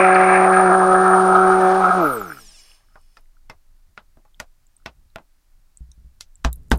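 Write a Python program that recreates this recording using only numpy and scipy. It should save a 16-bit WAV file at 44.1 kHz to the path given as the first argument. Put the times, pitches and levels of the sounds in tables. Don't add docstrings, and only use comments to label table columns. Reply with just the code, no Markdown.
import sys
import numpy as np
from scipy import signal
from scipy.fft import rfft, irfft
from scipy.io import wavfile

SR = 44100
rng = np.random.default_rng(int(sys.argv[2]) if len(sys.argv) > 2 else 0)


def wav_record(signal):
    frames = np.transpose(np.atleast_2d(signal))
    bounded = np.clip(frames, -1, 1)
    quanta = np.round(bounded * 32767).astype(np.int16)
    wavfile.write(sys.argv[1], SR, quanta)


def how_loud(loudness_db):
    steps = np.asarray(loudness_db, float) / 20
    return 10 ** steps


N = 299290

MAINS_HZ = 60
BARS = 24
# (t/s, turns per second/Hz, levels of orders 1, 2, 3, 4/dB)
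ROTOR_TRACK = [(0.0, 182, -26.5, -16.5, -20, -11.5), (0.016, 188, -28, -16, -18, -21),
               (0.06, 186.3, -27.5, -17.5, -21.5, -13.5), (0.572, 187, -25, -17.5, -26.5, -16),
               (0.622, 188, -26, -17, -24, -15.5), (0.716, 182, -23, -16, -29, -17.5),
               (0.728, 189, -26, -17.5, -25, -15.5), (0.854, 185, -25.5, -17, -29.5, -17.5),
               (0.87, 186, -27.5, -17, -20.5, -17), (1.118, 187, -24, -17, -34.5, -17),
               (1.278, 187, -25.5, -18, -26, -19), (1.478, 187, -26, -16.5, -31, -16),
               (1.51, 187, -25.5, -15, -39, -18.5), (1.62, 187, -28, -18, -23, -17.5),
               (1.648, 185.6, -27, -16, -24, -15.5), (1.792, 189, -28.5, -20, -29, -18.5),
               (1.846, 185.6, -26, -27, -33, -20), (1.858, 185.6, -28, -24, -55, -22),
               (1.874, 181, -28.5, -27, -27, -18), (1.902, 191, -25.5, -22, -39, -20.5),
               (1.918, 172, -34, -54, -49, -19.5), (1.934, 187, -27, -34, -28.5, -20),
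               (1.98, 185.6, -26, -20, -31, -21.5)]


def rms_one(x):
    return x / np.sqrt(np.mean(x ** 2) + 1e-20)


def in_time(rows, end_db=-120):
    s, *columns = np.transpose(rows)
    t = np.arange(N) / SR
    return [np.interp(t, np.r_[s, s[-1] + .05], np.r_[c, end_db]) for c in columns]


def at_hz(points, hz):
    point_hz, point_db = np.transpose(points)
    return np.interp(np.log(hz), np.log(point_hz), point_db)


def drift(rate_hz):
    r = np.exp(-80 * np.pi * rate_hz / SR)
    slow = signal.lfilter([1], [1, -2 * r, r * r], rng.standard_normal(N // 40 + 2002))[2000:]
    return np.interp(np.arange(N) / 40, np.arange(len(slow)), rms_one(slow - slow.mean()))


def ring(drive, hz, t60):
    r, w = how_loud(-60 / (t60 * SR)), 2 * np.pi * hz / SR
    return signal.lfilter([0, np.sin(w)], [1, -2 * r * np.cos(w), r * r], drive + 1e-18)


def band(x, low_hz, high_hz, order=2):
    edges_hz = [low_hz, min(high_hz, .45 * SR)]
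    return signal.sosfilt(signal.butter(order, edges_hz, "band", fs=SR, output="sos"), x)


def coloured(spectrum):
    hz = np.maximum(np.fft.rfftfreq(N, 1 / SR), 1)
    return rms_one(irfft(rfft(rng.standard_normal(N)) * how_loud(at_hz(spectrum, hz)), N))


def clicks_at(times, sizes):
    out = np.zeros(N)
    out[np.round(np.array(times) * SR).astype(int)] = sizes
    return out


def room_tone():
    # (f/Hz, level/dB)
    floor_spectrum = [(8.8, -34.5), (15, 5), (26, 1.5), (38, -22), (103, -32), (134, -42.5), (312, -39),
                      (497, -51), (543, -43), (1460, -44), (3220, -49.5), (4310, -47.5), (16000, -51)]
    # (t/s, level/dB)
    air_levels = [(0.0, -54), (0.32, -57), (0.56, -45.5), (1.04, -60.5), (1.42, -43), (1.66, -50.5),
                  (2.06, -63), (2.46, -64.5), (2.72, -61.5), (3.23, -58.5), (4.16, -58.5), (4.37, -53.5),
                  (4.74, -61), (5.07, -54), (5.48, -60.5), (5.74, -60.5), (5.95, -55), (6.03, -49),
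                  (6.18, -51), (6.39, -59.5), (6.46, -41), (6.62, -33), (6.67, -40), (6.79, -29)]
    lumps = rms_one(band(rng.standard_normal(N), 7.1, 70) * how_loud(4.0 * drift(5)))
    return how_loud(-51) * coloured(floor_spectrum) + how_loud(in_time(air_levels)[0] - 5.5) * lumps


def worktop():
    # (t/s, peak level/dB)
    thumps = [
        (4.401, -41),
        (4.858, -40),
        (5.807, -27.5),
        (5.889, -40),
        (5.978, -37.5),
        (6.047, -35),
        (6.389, -52),
        (6.452, -8.5),
        (6.721, -6.5),
    ]
    # (f/Hz, level/dB, t60/s)
    slab_modes = [(59, 6, 0.24), (47, -14.5, .3), (150, -6, 0.18), (225, -18, .12)]
    s, db = np.transpose(thumps)
    push = signal.lfilter([.03], [1, -.97], clicks_at(s, how_loud(db)))
    return -sum(how_loud(level_db - 7.0) * ring(push, hz, t60) for hz, level_db, t60 in slab_modes)


def ticks():
    # (t/s, peak level/dB, f/Hz, band width/octaves)
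    tick_events = [(.149, -25, 4430, .2), (2.886, -57.5, 1400, .6), (3.015, -52, 8770, .3),
                   (3.176, -45, 4880, .2), (3.209, -58.5, 11200, .25), (3.258, -59, 1806, .8),
                   (3.368, -55.5, 1430, .3), (4.345, -47, 3360, .3), (4.668, -51, 7350, .15),
                   (4.767, -39.5, 8600, .2), (4.80, -61, 1367, .3), (4.822, -60, 1360, .3),
                   (5.102, -60.5, 3930, .15), (5.773, -34.5, 8280, .3), (5.917, -41, 6000, .2),
                   (5.917, -50, 3780, .15), (5.917, -46, 8800, .2), (6.356, -37.5, 7550, .15),
                   (6.53, -20, 11100, .8), (6.529, -37, 7000, .15), (6.528, -45, 3860, .15),
                   (6.559, -34, 11400, .5), (6.634, -55, 10000, 1.0), (6.685, -54, 8970, 1.0),
                   (6.703, -40, 8800, 1.0), (6.742, -40, 11000, .6), (6.759, -37, 9900, 1.0),
                   (6.776, -33, 10900, .8)]
    out, t = np.zeros(N), np.arange(int(.08 * SR)) / SR
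    for s, db, hz, octaves in tick_events:
        burst = rng.standard_normal(len(t)) * (np.exp(-t / .0012) + .06 * np.exp(-t / .012))
        burst = band(burst, hz * 2 ** (-octaves / 2), hz * 2 ** (octaves / 2), order=3)
        at = round((s - .001) * SR)
        out[at:at + len(t)] += (how_loud(db) * burst / np.abs(burst).max())[:N - at]
    return out


def taps():
    # (t/s, peak level/dB, levels of lows, mids, highs, top/dB)
    tap_events = [(2.956, -35, -60, -35.5, -69, -72), (3.169, -32.5, -60, -43, -52.5, -62),
                  (3.498, -22.5, -45, -32.5, -37.5, -52), (3.976, -25.5, -51.5, -35.5, -41.5, -69),
                  (4.171, -52, -51.5, -53, -91, -70), (4.251, -46, -66, -52.5, -76, -74),
                  (4.4, -27, -41.5, -29, -32, -39), (4.86, -18.5, -39.5, -28.5, -29, -51),
                  (5.159, -25, -42.5, -32, -42, -93), (5.184, -34, -48, -41.5, -57, -77),
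                  (6.208, -18.5, -71, -51.5, -31.5, -36), (6.447, -12, -24.5, -17, -22, -33.5),
                  (6.715, -7.5, -10, -13, -19.5, -23.5)]
    colour_hz = [250, 1100, 3800, 9500]
    # (f/Hz, level/dB, t60/s)
    tub_modes = [(135, 2.5, 0.097), (231, 2.5, 0.15), (651, -3.5, 0.18), (859.5, -7.5, 0.14),
                 (1136, -11, 0.092), (1424.5, 2, 0.079), (1798, -4.5, 0.067), (2048, -6, 0.14),
                 (2570, -5.5, 0.11), (3485, -10, 0.076), (4300, -5.5, .05), (4460, -8.5, 0.045),
                 (5160, -4, .07), (5740, -3.5, 0.056), (7380, -19, .05)]
    # (f/Hz, t60/s)
    tail_decay = [(150, .25), (600, 0.26), (2000, 0.11), (6000, 0.12), (14000, .07)]
    out, span, lead = np.zeros(N), int(.3 * SR), int(.005 * SR)
    t = np.maximum(np.arange(span) - lead, 0) / SR
    after = np.arange(span) >= lead
    click = 1. * (np.arange(span) == lead)
    cut = how_loud(-900 * t ** 2 / 0.25)
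    edges = 100 * 2 ** np.arange(0, 7.1, 1 / 3)
    for s, _, *colour_db in tap_events:
        colour = np.c_[colour_hz, colour_db]
        hit = np.zeros(span)
        for hz, db, t60 in tub_modes:
            mode_db = at_hz(colour, hz) + db - 2.0 + 4.0 * rng.standard_normal()
            mode_hz = hz * (1 + 0.039 * rng.standard_normal())
            hit += how_loud(mode_db) * ring(click, mode_hz, 0.53 * t60)
        white = rng.standard_normal((2, span))
        for k, (low, high) in enumerate(zip(edges, edges[1:])):
            hz = np.sqrt(low * high)
            crack = how_loud(-1.5 - 60 * t / 0.0094)
            tail = how_loud(-14.5 - 60 * t / at_hz(tail_decay, hz)) * (1 - np.exp(-t / .004))
            shape = np.where(after, crack + tail, how_loud(-27))
            band_db = at_hz(colour, hz) + 1.6 * rng.standard_normal()
            hit += how_loud(band_db) * rms_one(band(white[k % 2], low, high)) * shape
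        at = round((s + 0.00065) * SR) - lead
        out[at:at + span] += (hit * cut)[:N - at]
    return out


def slaps():
    # (t/s, peak level/dB, f/Hz)
    slap_events = [(2.099, -14.5, 1268), (2.134, -17, 1354), (2.164, -15.5, 1405), (2.214, -13, 1310),
                   (2.244, -24.5, 1310), (2.266, -24.5, 1366), (2.279, -25.5, 1310), (2.301, -18.5, 1389),
                   (2.32, -20.5, 1493), (2.371, -28.5, 1350), (2.386, -30, 1333), (2.716, -38.5, 2790)]
    out = 0
    for s, db, hz in slap_events:
        click = clicks_at([s], how_loud(db))
        bell = ring(ring(click, hz, 23.0 / hz), 1.06 * hz, 13.5 / hz)
        out = out + bell * 1.36 * hz / SR + how_loud(-20) * ring(click, 800, .03)
    return out


def brushes(turns, per_s):
    # (t/s, hiss/dB, mains whine/dB, commutator bars/dB, dry rubbing/dB)
    brush_levels = [(0, -46.5, -36.5, -61, -70), (.6, -46.5, -35.5, -64, -69.5),
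                    (1.2, -46, -37.5, -59, -67.5), (1.7, -45, -43.5, -63, -65.5),
                    (1.98, -46, -45.5, -62, -68), (2.01, -45.5, -63, -45, -65.5),
                    (2.1, -48.5, -90, -36.5, -58.5), (2.2, -52, -107, -50, -61.5),
                    (2.3, -60, -93, -51.5, -55), (2.4, -60.5, -95, -52.5, -54.5),
                    (2.5, -57, -90, -49.5, -58), (2.6, -73, -90, -47, -53), (2.7, -68, -90, -66, -53.5),
                    (2.76, -71, -89, -79, -59), (2.84, -80, -90, -93, -75), (3.0, -86.5, -90, -95, -71),
                    (3.18, -90, -89, -94.5, -69), (3.24, -94, -89, -95, -88)]
    # (f/Hz, density/dB)
    hiss_spectrum = [(1500, -27), (2600, -6.5), (4000, -6.5), (5650, -11), (8260, -17.5), (9000, -10),
                     (10300, -22.5), (12100, -27), (13400, -21), (14200, -36.5), (16000, -41.5)]
    # (f/Hz, gain/dB)
    housing_gain = [(2500, -14), (4500, -14.5), (5300, 2), (6500, -5), (8700, 2), (10500, -11),
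                    (12000, 6.5), (13000, -6), (14000, 7.5), (15500, -7.5), (16500, -18)]
    # (f/Hz, width/Hz, level/dB)
    shell_modes = [(2530, 85, -12), (2980, 92, -6.5), (3370, 84, -9), (4490, 72, -10), (5170, 160, -1),
                   (5400, 98, -3), (6300, 180, -7.5), (7550, 58, -10.5), (8730, 180, -5),
                   (9500, 130, -11.5), (10200, 140, -14.5), (10400, 38, -12), (10900, 29, -11),
                   (11800, 270, -20)]
    hiss_db, whine_db, bars_db, rub_db = in_time(brush_levels)
    t = np.arange(N) / SR
    hiss = coloured(hiss_spectrum) * how_loud(hiss_db + 1.0 + 1.2 * drift(40))

    white = rng.standard_normal(N)
    rub = rms_one(sum(how_loud(db) * rms_one(ring(white, hz, 2.2 / width)) for hz, width, db in shell_modes))

    wobble = turns + 0.0013 * np.sin(2 * np.pi * turns)
    bars = 0
    for k in range(3, 11):
        hz = k * BARS * per_s
        level = how_loud(at_hz(housing_gain, hz) - 1.6 * k + 4.8 * drift(30)) * (hz < 16200)
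        bars = bars + level * np.sin(2 * np.pi * k * BARS * wobble)

    whine_hz = 9020.3
    swing = np.sin(np.pi * MAINS_HZ * (t - .0055))
    carrier = np.sin(2 * np.pi * whine_hz * t + .5 * drift(20))
    whine = np.tanh(2.2 * swing) * how_loud(2.0 * drift(4.6)) * carrier
    beating = np.cos(2 * np.pi * MAINS_HZ * t + 0.55 * swing)
    whine += .25 * beating * np.sin(2 * np.pi * (whine_hz - 150) * t + 0.73 * drift(11))
    bar_tone = np.sin(2 * np.pi * 2 * BARS * turns + .5 * drift(20))
    whine += .55 * np.abs(swing) ** 3.0 * bar_tone
    return hiss + how_loud(rub_db) * rub + how_loud(bars_db + 4.0) * bars + how_loud(whine_db + 5.0) * whine


def chatter(turns):
    # (t/s, levels of tub wall, bell, shaft, neck/dB)
    chatter_levels = [(0.0, -16, -17, -17.5, -25), (0.02, -24, -20.5, -31, -21.5),
                      (0.11, -21.5, -21, -22.5, -26.5), (0.28, -20, -22.5, -23.5, -24.5),
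                      (0.44, -19.5, -24, -28, -28.5), (0.51, -19.5, -21.5, -24, -42.5),
                      (0.54, -26.5, -19.5, -25.5, -29), (0.62, -20.5, -20.5, -28.5, -38),
                      (0.74, -22, -20.5, -25.5, -41), (0.76, -21.5, -21.5, -35.5, -53),
                      (0.8, -21, -24, -25.5, -42), (0.85, -22, -22.5, -30.5, -46),
                      (1.07, -22, -19.5, -24.5, -44.5), (1.35, -21.5, -19.5, -42, -47),
                      (1.4, -24.5, -12.5, -39, -45.5), (1.5, -20.5, -23.5, -32, -44),
                      (1.52, -29.5, -16, -34, -44), (1.58, -21, -25, -40, -43),
                      (1.62, -23.5, -23, -29.5, -44.5), (1.79, -25, -27.5, -38, -46),
                      (1.83, -22, -21.5, -43, -45), (1.91, -28, -18, -39, -43.5),
                      (1.99, -24, -27.5, -43, -44.5), (2.05, -27, -18, -56, -46.5),
                      (2.28, -48, -41, -56, -58.5), (2.32, -54, -37, -51, -49), (2.45, -64, -81, -68, -71),
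                      (2.83, -73, -95, -80, -80), (2.94, -84, -64.5, -82, -97), (2.95, -85, -73, -71, -68)]
    # (low f/Hz, high f/Hz)
    chatter_bands = [(610, 1200), (1230, 1524), (1570, 1790), (1830, 2560)]
    # (f/Hz, width/Hz, level/dB)
    body_modes = [(670, 70, -6.5), (860, 90, -0.5), (1310, 60, 0.5), (1400, 80, 4.5), (1646, 40, -0.5),
                  (2385, 110, -3.5)]
    beat = np.diff(np.floor(turns + .06 * drift(150)), prepend=0) > 0
    knocks = rms_one(beat * how_loud(4.0 * rng.standard_normal(N)))
    drive = 0.48 * knocks + rng.standard_normal(N) * how_loud(1.1 * drift(60))
    drive = drive + sum(how_loud(db) * ring(drive, hz, 1.9 / width) * np.pi * width / SR * 2
                        for hz, width, db in body_modes)
    levels = in_time(chatter_levels)
    out = how_loud(levels[0] - 11.5) * rms_one(band(drive, 300, 610))
    for db, (low, high) in zip(levels, chatter_bands):
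        out = out + how_loud(db + 1.5 * drift(20)) * rms_one(band(drive, low, high, order=4))
    return out


def speed():
    start_s, tau_s, friction_per_s = 1.9685, .46, 20.6
    t = np.arange(N) / SR
    steady = in_time(ROTOR_TRACK, end_db=ROTOR_TRACK[-1][1])[0]
    coast = (steady + friction_per_s) * np.exp(-(t - start_s) / tau_s) - friction_per_s
    coast += 6.5 * np.exp(-np.abs(t - 2.0) / 0.043)
    return np.clip(coast, 1, steady), steady


def rotor(turns, per_s, steady):
    # (multiple of turn rate, level/dB)
    upper_orders = [(5, -33), (6, -33), (8, -33)]
    # (f/Hz, gain/dB)
    tub_gain = [(60, -13), (120, -7.5), (186, -2), (250, -6), (310, 6), (372, 0.5), (440, 12), (560, -1.5),
                (650, 9), (745, 3), (1000, 3), (1500, 6.5)]
    t = np.arange(N) / SR
    ripple = 1 + .2 * np.sin(2 * np.pi * MAINS_HZ * t)
    s, _, *order_db = np.transpose(ROTOR_TRACK)
    orders = [(k, np.interp(t, s, db)) for k, db in enumerate(order_db, 1)] + upper_orders
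    out = 0
    for k, db in orders:
        k = round(k)
        sweep_db = at_hz(tub_gain, k * per_s) - at_hz(tub_gain, k * steady)
        sweep_db = sweep_db + 65 * np.log10(per_s / steady)
        phase = 2 * np.pi * k * turns + .08 * drift(23) + rng.uniform(0, 6)
        level = np.sqrt(2) * how_loud(db + sweep_db + 0.581 * drift(25))
        out = out + level * np.sin(phase) * (ripple if k == 4 else 1)
    return out


def scene():
    per_s, steady = speed()
    turns = np.cumsum(per_s) / SR
    motor = rotor(turns, per_s, steady) + chatter(turns) + brushes(turns, per_s) + slaps()
    return (motor + taps() + ticks() + worktop() + room_tone())[None]


def roll_off(x):
    return signal.sosfilt(signal.butter(12, 16470, fs=SR, output="sos"), x)


def record(dry):
    cut = signal.sosfilt(signal.butter(10, 15800, fs=SR, output="sos"), dry)
    return roll_off(1.507 * np.tanh(cut / 1.584))


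dry = scene()
out = record(dry)
wav_record(out)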